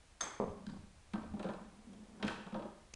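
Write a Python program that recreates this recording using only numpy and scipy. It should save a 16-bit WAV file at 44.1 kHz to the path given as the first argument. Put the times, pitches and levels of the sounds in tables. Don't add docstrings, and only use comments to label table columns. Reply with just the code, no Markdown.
import sys
import numpy as np
from scipy import signal
from scipy.fft import rfft, irfft
from scipy.io import wavfile

SR = 44100
rng = np.random.default_rng(int(sys.argv[2]) if len(sys.argv) > 2 else 0)


def persist_wave(psi):
    counts = np.round(np.clip(psi, -1, 1) * 32767).astype(np.int16)
    wavfile.write(sys.argv[1], SR, np.atleast_2d(counts).T)


N = 130095
T = np.arange(N) / SR


def club():
    # start in seconds, level in dB,
    # scatter in seconds.
    strikes = [(0.207, -46, 0.0089), (0.2098, -37.5, 0.015), (0.218, -43.5, 0.012), (0.235, -49, 0.045)]
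    # frequency in Hz, gain in dB.
    crack_colour = [(100, -24), (400, -25), (650, -5), (900, -3), (1250, 9), (1560, -2), (1850, 2.5),
                    (2250, -12), (2780, -27), (3250, -3), (3620, 5), (4080, -12), (4600, -5), (5500, -19),
                    (6400, 8), (7200, -22), (7700, -12), (8400, -3), (9000, -17), (12000, -20)]
    bay_colour = [(100, -10), (280, 0.5), (480, 0), (750, 2), (1200, 3.5), (1650, -1.5), (2250, -3),
                  (2780, -16), (3400, -3.5), (4050, -14.5), (4550, -10), (5500, -16), (6400, -3),
                  (7200, -16), (7720, -9), (8200, -13), (9000, -21), (12000, -23)]
    # pitch in Hz, level in dB, t60 in seconds.
    head_modes = [(1165, -46, .05), (3380, -59, .3), (3456, -58, .3), (3690, -56, .15), (5074, -47, .14),
                  (6308, -50, .45), (6344, -36, .11), (6349, -50, .38), (6565, -53, .12), (6830, -57, .16),
                  (7680, -56, .33)]
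    full_hit = strikes[1]
    ping = ringing(head_modes, start=full_hit[0])
    thrown = blows([full_hit], bay_colour)
    wash = in_bay(thrown, wet_db=1.5) - thrown
    return blows(strikes, crack_colour) + wash + in_bay(ping, wet_db=-12)


def screen():
    # start in seconds, level in dB, scatter in seconds.
    thuds = [(0.4008, -32, 0.00033), (0.4102, -37.5, 0.0012), (0.4155, -38, 0.038), (0.4235, -40, 0.033),
             (0.4300, -40.5, 0.062), (0.4385, -39, 0.028), (0.4790, -44.5, 0.026)]
    # frequency in Hz, gain in dB.
    cloth_colour = [(40, -6), (120, -3), (200, 10.5), (290, -0.5), (460, 11.5), (680, 0), (1000, 1.5),
                    (1230, -6), (1450, -22.5), (2000, -22), (3000, -33), (8000, -66)]
    return in_bay(blows(thuds, cloth_colour), wet_db=-4.5)


def arm_knocks():
    # start in seconds, then body, clack, snap and tick in dB.
    knocks = [(0.688, -56, -55, -60, -80), (0.728, -53.5, -63, -79, -84), (0.76, -54.5, -68, -79, -80),
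              (1.134, -41.5, -41, -48, -58), (1.154, -45, -49, -57, -72), (1.179, -45.5, -53, -63, -82),
              (1.23, -42, -66, -63, -80), (1.336, -45.5, -65, -64, -76), (1.366, -45, -55, -67, -84),
              (1.3936, -37, -47, -50.5, -61), (1.427, -50, -48.5, -50.5, -57.5),
              (1.442, -34.5, -45, -52.5, -71), (1.463, -43, -48, -58, -74), (1.4873, -37, -42, -51.5, -72),
              (1.503, -63, -53, -63, -69), (1.534, -46.5, -64, -56.5, -68), (1.606, -65, -79, -76, -78),
              (1.647, -66, -74, -78, -82), (1.931, -56, -77, -63, -67), (2.197, -51, -49, -66, -76),
              (2.2255, -34, -40, -37.5, -59.5), (2.247, -41, -48, -50, -54), (2.268, -60, -65, -46, -56),
              (2.278, -44, -42, -41.5, -54), (2.301, -47, -45, -58, -59), (2.376, -45.5, -57, -65, -72),
              (2.464, -45, -46, -57, -69), (2.522, -43, -54, -59, -72), (2.5417, -33.5, -42, -51.5, -70),
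              (2.56, -44, -51.5, -61, -77), (2.592, -37.5, -70, -61, -72), (2.622, -42.5, -51, -57, -76),
              (2.651, -42, -57.5, -72, -70), (2.679, -54, -63, -78, -80)]
    # low edge in Hz, high edge in Hz.
    bands = [(310, 780), (720, 1500), (1450, 4700), (4700, 10500)]
    # attack in seconds, t60 in seconds, reverb send in dB.
    rise_s = [0.0032, 0.0026, 0.00095, 0.00022]
    t60_s = [0.086, 0.099, 0.052, 0.031]
    wet_db = [-6.5, -2.5, -6, -2.5]
    out = 0
    for k, band in enumerate(bands):
        force = sum(from_db(db[k]) * contact(T - start, rise_s[k], t60_s[k]) for start, *db in knocks)
        bandpass = np.vstack([signal.butter(2, band, "band", fs=SR, output="sos")] * 2)
        grain = rng.choice([-1., 1.], N)
        steady = arm_body(signal.sosfilt(bandpass, grain))
        struck = arm_body(signal.sosfilt(bandpass, grain * force + 1e-18))
        out = out + in_bay(struck / steady.std(), wet_db[k])
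    return out


def arm_body(x):
    # centre in Hz, width in Hz, added level in dB.
    modes = [(317.3, 25, 16.5), (403, 10, 3.5), (454, 12, -13), (518.5, 64, 1.5), (607, 7.2, 2.5),
             (770.5, 51, 2.5), (824, 17, -4.5), (931, 17, 4.5), (1027, 24, -6), (1127, 28, -9.5),
             (1561, 39, -1), (1760, 21, 7), (2450, 600, -4.5), (3230, 86, -1.5), (3830, 71, -4)]
    out = x
    for hz, width_hz, db in modes:
        resonator = signal.iirpeak(hz, hz / width_hz, fs=SR)
        out = out + from_db(db) * signal.lfilter(*resonator, x)
    return out


def housing():
    # start in seconds, level in dB, pitch in Hz.
    booms = [(0.232, -56.5, 209.5), (0.409, -44, 205), (0.561, -56.5, 196), (0.600, -52, 199.5),
             (0.632, -55.5, 207), (0.669, -39.5, 204.8), (0.720, -48.5, 190), (0.751, -55, 185),
             (1.136, -34, 205.5), (1.174, -44, 218.5), (1.244, -49, 215), (1.336, -39, 209),
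             (1.396, -46.5, 205), (1.451, -39, 191), (1.491, -40, 205), (1.606, -49.5, 203.5),
             (1.645, -61, 221), (1.868, -51, 219), (1.896, -50, 201), (1.958, -63, 215),
             (2.198, -49.5, 213), (2.228, -42.5, 215), (2.242, -34, 209), (2.383, -53.5, 208),
             (2.461, -49.5, 189), (2.527, -40.5, 206), (2.554, -39.5, 203.3), (2.644, -46, 215)]
    # frequency in Hz, gain in dB.
    rumble_colour = [(30, 5.5), (60, -6), (110, 4), (160, 8.5), (270, 11), (350, -1.5), (600, -46),
                     (2000, -56)]
    note_rise_s, rumble_rise_s, rumble_db = 0.01, 0.022, -12.5
    note, shake = 0, 0
    for start, db, hz in booms:
        t = np.maximum(T - start, 0)
        tone = np.sqrt(2) * np.sin(2 * np.pi * hz * t)
        note = note + from_db(db) * swell(t, note_rise_s) * tone
        shake = shake + from_db(db + rumble_db) * swell(t, rumble_rise_s)
    return in_bay(note + shake * noise(rumble_colour), wet_db=-12)


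def tee_drop():
    # start in seconds, level in dB, scatter in seconds.
    bounces = [(2.2258, -43.5, .025), (2.2788, -41, .035)]
    # frequency in Hz, gain in dB.
    colour = [(500, -3), (1350, -13), (1520, 11), (1640, -1.5), (1800, 2), (2150, -11), (2650, 1.5),
              (2900, -6), (3200, 0.5), (3550, -8.5), (3870, -7), (4500, -12.5), (6000, -17), (11000, -34)]
    return in_bay(blows(bounces, colour), wet_db=-0.5)


def latch():
    # start in seconds, level in dB.
    releases = [(0.666, -54.5), (0.696, -61), (0.717, -66.5)]
    # frequency in Hz, gain in dB.
    colour = [(400, -19), (1250, -8), (1580, 14), (1950, -11), (2800, -7), (3150, -5), (3500, -2),
              (4000, 2), (4350, -2), (4750, -2), (5600, -9), (8000, -11), (11000, -24)]
    # pitch in Hz, level in dB relative to the click, t60 in seconds.
    modes = [(1600, -3, 0.083), (3160, -9, .08), (3990, -3.5, 0.045), (4750, -9, 0.1)]
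    scatter_s = 0.032
    clicks = blows([(start, db, scatter_s) for start, db in releases], colour)
    ring = sum(from_db(db) * ringing(modes, start) for start, db in releases)
    return in_bay(clicks + ring, wet_db=-4.5)


def ball_roll():
    # time in seconds, level in dB.
    levels = [(1.5, -79), (1.69, -80), (1.73, -59), (1.83, -63), (1.93, -58.5), (2.05, -57.5), (2.12, -58),
              (2.21, -54.5), (2.25, -54)]
    # frequency in Hz, gain in dB.
    colour = [(60, -27), (165, -7), (215, 7.5), (270, -6.5), (450, -9.5), (900, -18), (1600, -27),
              (4000, -41)]
    return fader(levels) * noise(colour)


def arm_swing():
    # time in seconds, level in dB.
    levels = [(0.4, -82), (0.5, -47.5), (0.62, -74.5), (0.8, -55), (0.95, -69.5), (1.27, -62),
              (1.325, -51.5), (1.40, -64)]
    # frequency in Hz, gain in dB.
    colour = [(25, -5), (50, -29.5), (76, -1), (110, -11), (180, -17.5), (400, -28.5), (1500, -53)]
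    return fader(levels) * noise(colour)


def lone_tick():
    # start in seconds, level in dB, scatter in seconds.
    tick = [(2.937, -48, 0.03)]
    # frequency in Hz, gain in dB.
    colour = [(200, -3), (800, -14.5), (1600, -18), (2600, -3), (3500, -17.5), (5000, -8.5), (6700, -3),
              (8000, -21), (12000, -19)]
    return blows(tick, colour)


def air():
    # frequency in Hz, gain in dB.
    colour = [(12, -37), (20, 3), (91, -3.5), (135, -11.5), (282, -18), (764, -17.5), (826, -17.5),
              (894, -19.5), (2360, -22), (2760, -23.5), (4310, -25.5), (10500, -28.5), (13600, -31.5),
              (22000, -120)]
    return from_db(-63.5) * noise(colour)


def in_bay(x, wet_db):
    # frequency in Hz, t60 in seconds.
    decay_times = [(100, 0.78), (400, 0.56), (1100, 0.69), (2800, 0.7), (7000, 0.52), (11000, 0.41)]
    predelay_s, build_s = 0.002, 0.011
    t, hz = T[:SR], np.arange(SR // 2 + 1)
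    white = rfft(rng.standard_normal(SR))
    edges = np.r_[0, np.geomspace(130, 16000, 22)]
    build = 1 - np.exp(-np.maximum(t - predelay_s, 0) / build_s)
    tail = 0
    for low, high in zip(edges, edges[1:]):
        t60 = at_hz(decay_times, (low + high) / 2)
        band = irfft(white * (hz >= low) * (hz < high), SR) * build * decay(t, t60)
        tail = tail + band / np.linalg.norm(band) * np.sqrt(2 * (high - low) / SR)
    return x + from_db(wet_db) * signal.fftconvolve(x, tail)[:N]


def blows(rows, colour):
    clicks = np.zeros(N + SR)
    for start, db, scatter_s in rows:
        burst = signal.unit_impulse(4096)
        echo_lags = (rng.uniform(.006, .034, 4) * scatter_s * SR).astype(int)
        for lag in echo_lags[echo_lags > 0]:
            loop = np.r_[1, np.zeros(lag - 1), -.6]
            burst = signal.lfilter(loop[::-1], loop, burst)
        at = int(start * SR)
        clicks[at:at + len(burst)] += from_db(db) * np.sqrt(SR / 100) * burst
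    return signal.fftconvolve(clicks, pulse(colour))[:N]


def pulse(colour, size=8192):
    cepstrum = irfft(np.log(eq_curve(colour, size)))
    cepstrum[1:size // 2] *= 2
    cepstrum[size // 2 + 1:] = 0
    shape = irfft(np.exp(rfft(cepstrum)))
    return shape / np.linalg.norm(shape)


def noise(colour):
    x = irfft(rfft(rng.standard_normal(N)) * eq_curve(colour, N), N)
    return x / np.sqrt(np.mean(x ** 2))


def ringing(modes, start):
    t = T - start
    return sum(from_db(db) * np.sin(2 * np.pi * hz * t) * decay(t, t60) for hz, db, t60 in modes)


def contact(t, rise_s, t60):
    return (1 - np.exp(-np.maximum(t, 0) / rise_s)) * decay(t, t60)


def swell(t, rise_s):
    return t / rise_s * np.exp(1 - t / rise_s)


def decay(t, t60):
    return (t >= 0) * np.exp(-np.log(1000) * np.maximum(t, 0) / t60)


def fader(levels):
    times, db = np.transpose(levels)
    return from_db(np.interp(T, times, db, left=-120, right=-120))


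def eq_curve(colour, size):
    return from_db(at_hz(colour, np.fft.rfftfreq(size, 1 / SR)))


def at_hz(points, hz):
    freqs, values = np.transpose(points)
    return np.interp(np.log(np.maximum(hz, 1)), np.log(freqs), values)


def from_db(db):
    return 10 ** (np.asarray(db) / 20)


def scene():
    dispenser = latch() + arm_knocks() + housing() + tee_drop() + ball_roll() + arm_swing()
    return (club() + screen() + dispenser + lone_tick() + air())[None]


def record(dry):
    mic_top_hz, cutoff_hz = 10220, 12064
    soft = signal.sosfilt(signal.butter(12, mic_top_hz, fs=SR, output="sos"), dry)
    return signal.sosfilt(signal.ellip(10, .1, 80, cutoff_hz, fs=SR, output="sos"), soft)


dry = scene()
out = record(dry)
persist_wave(out)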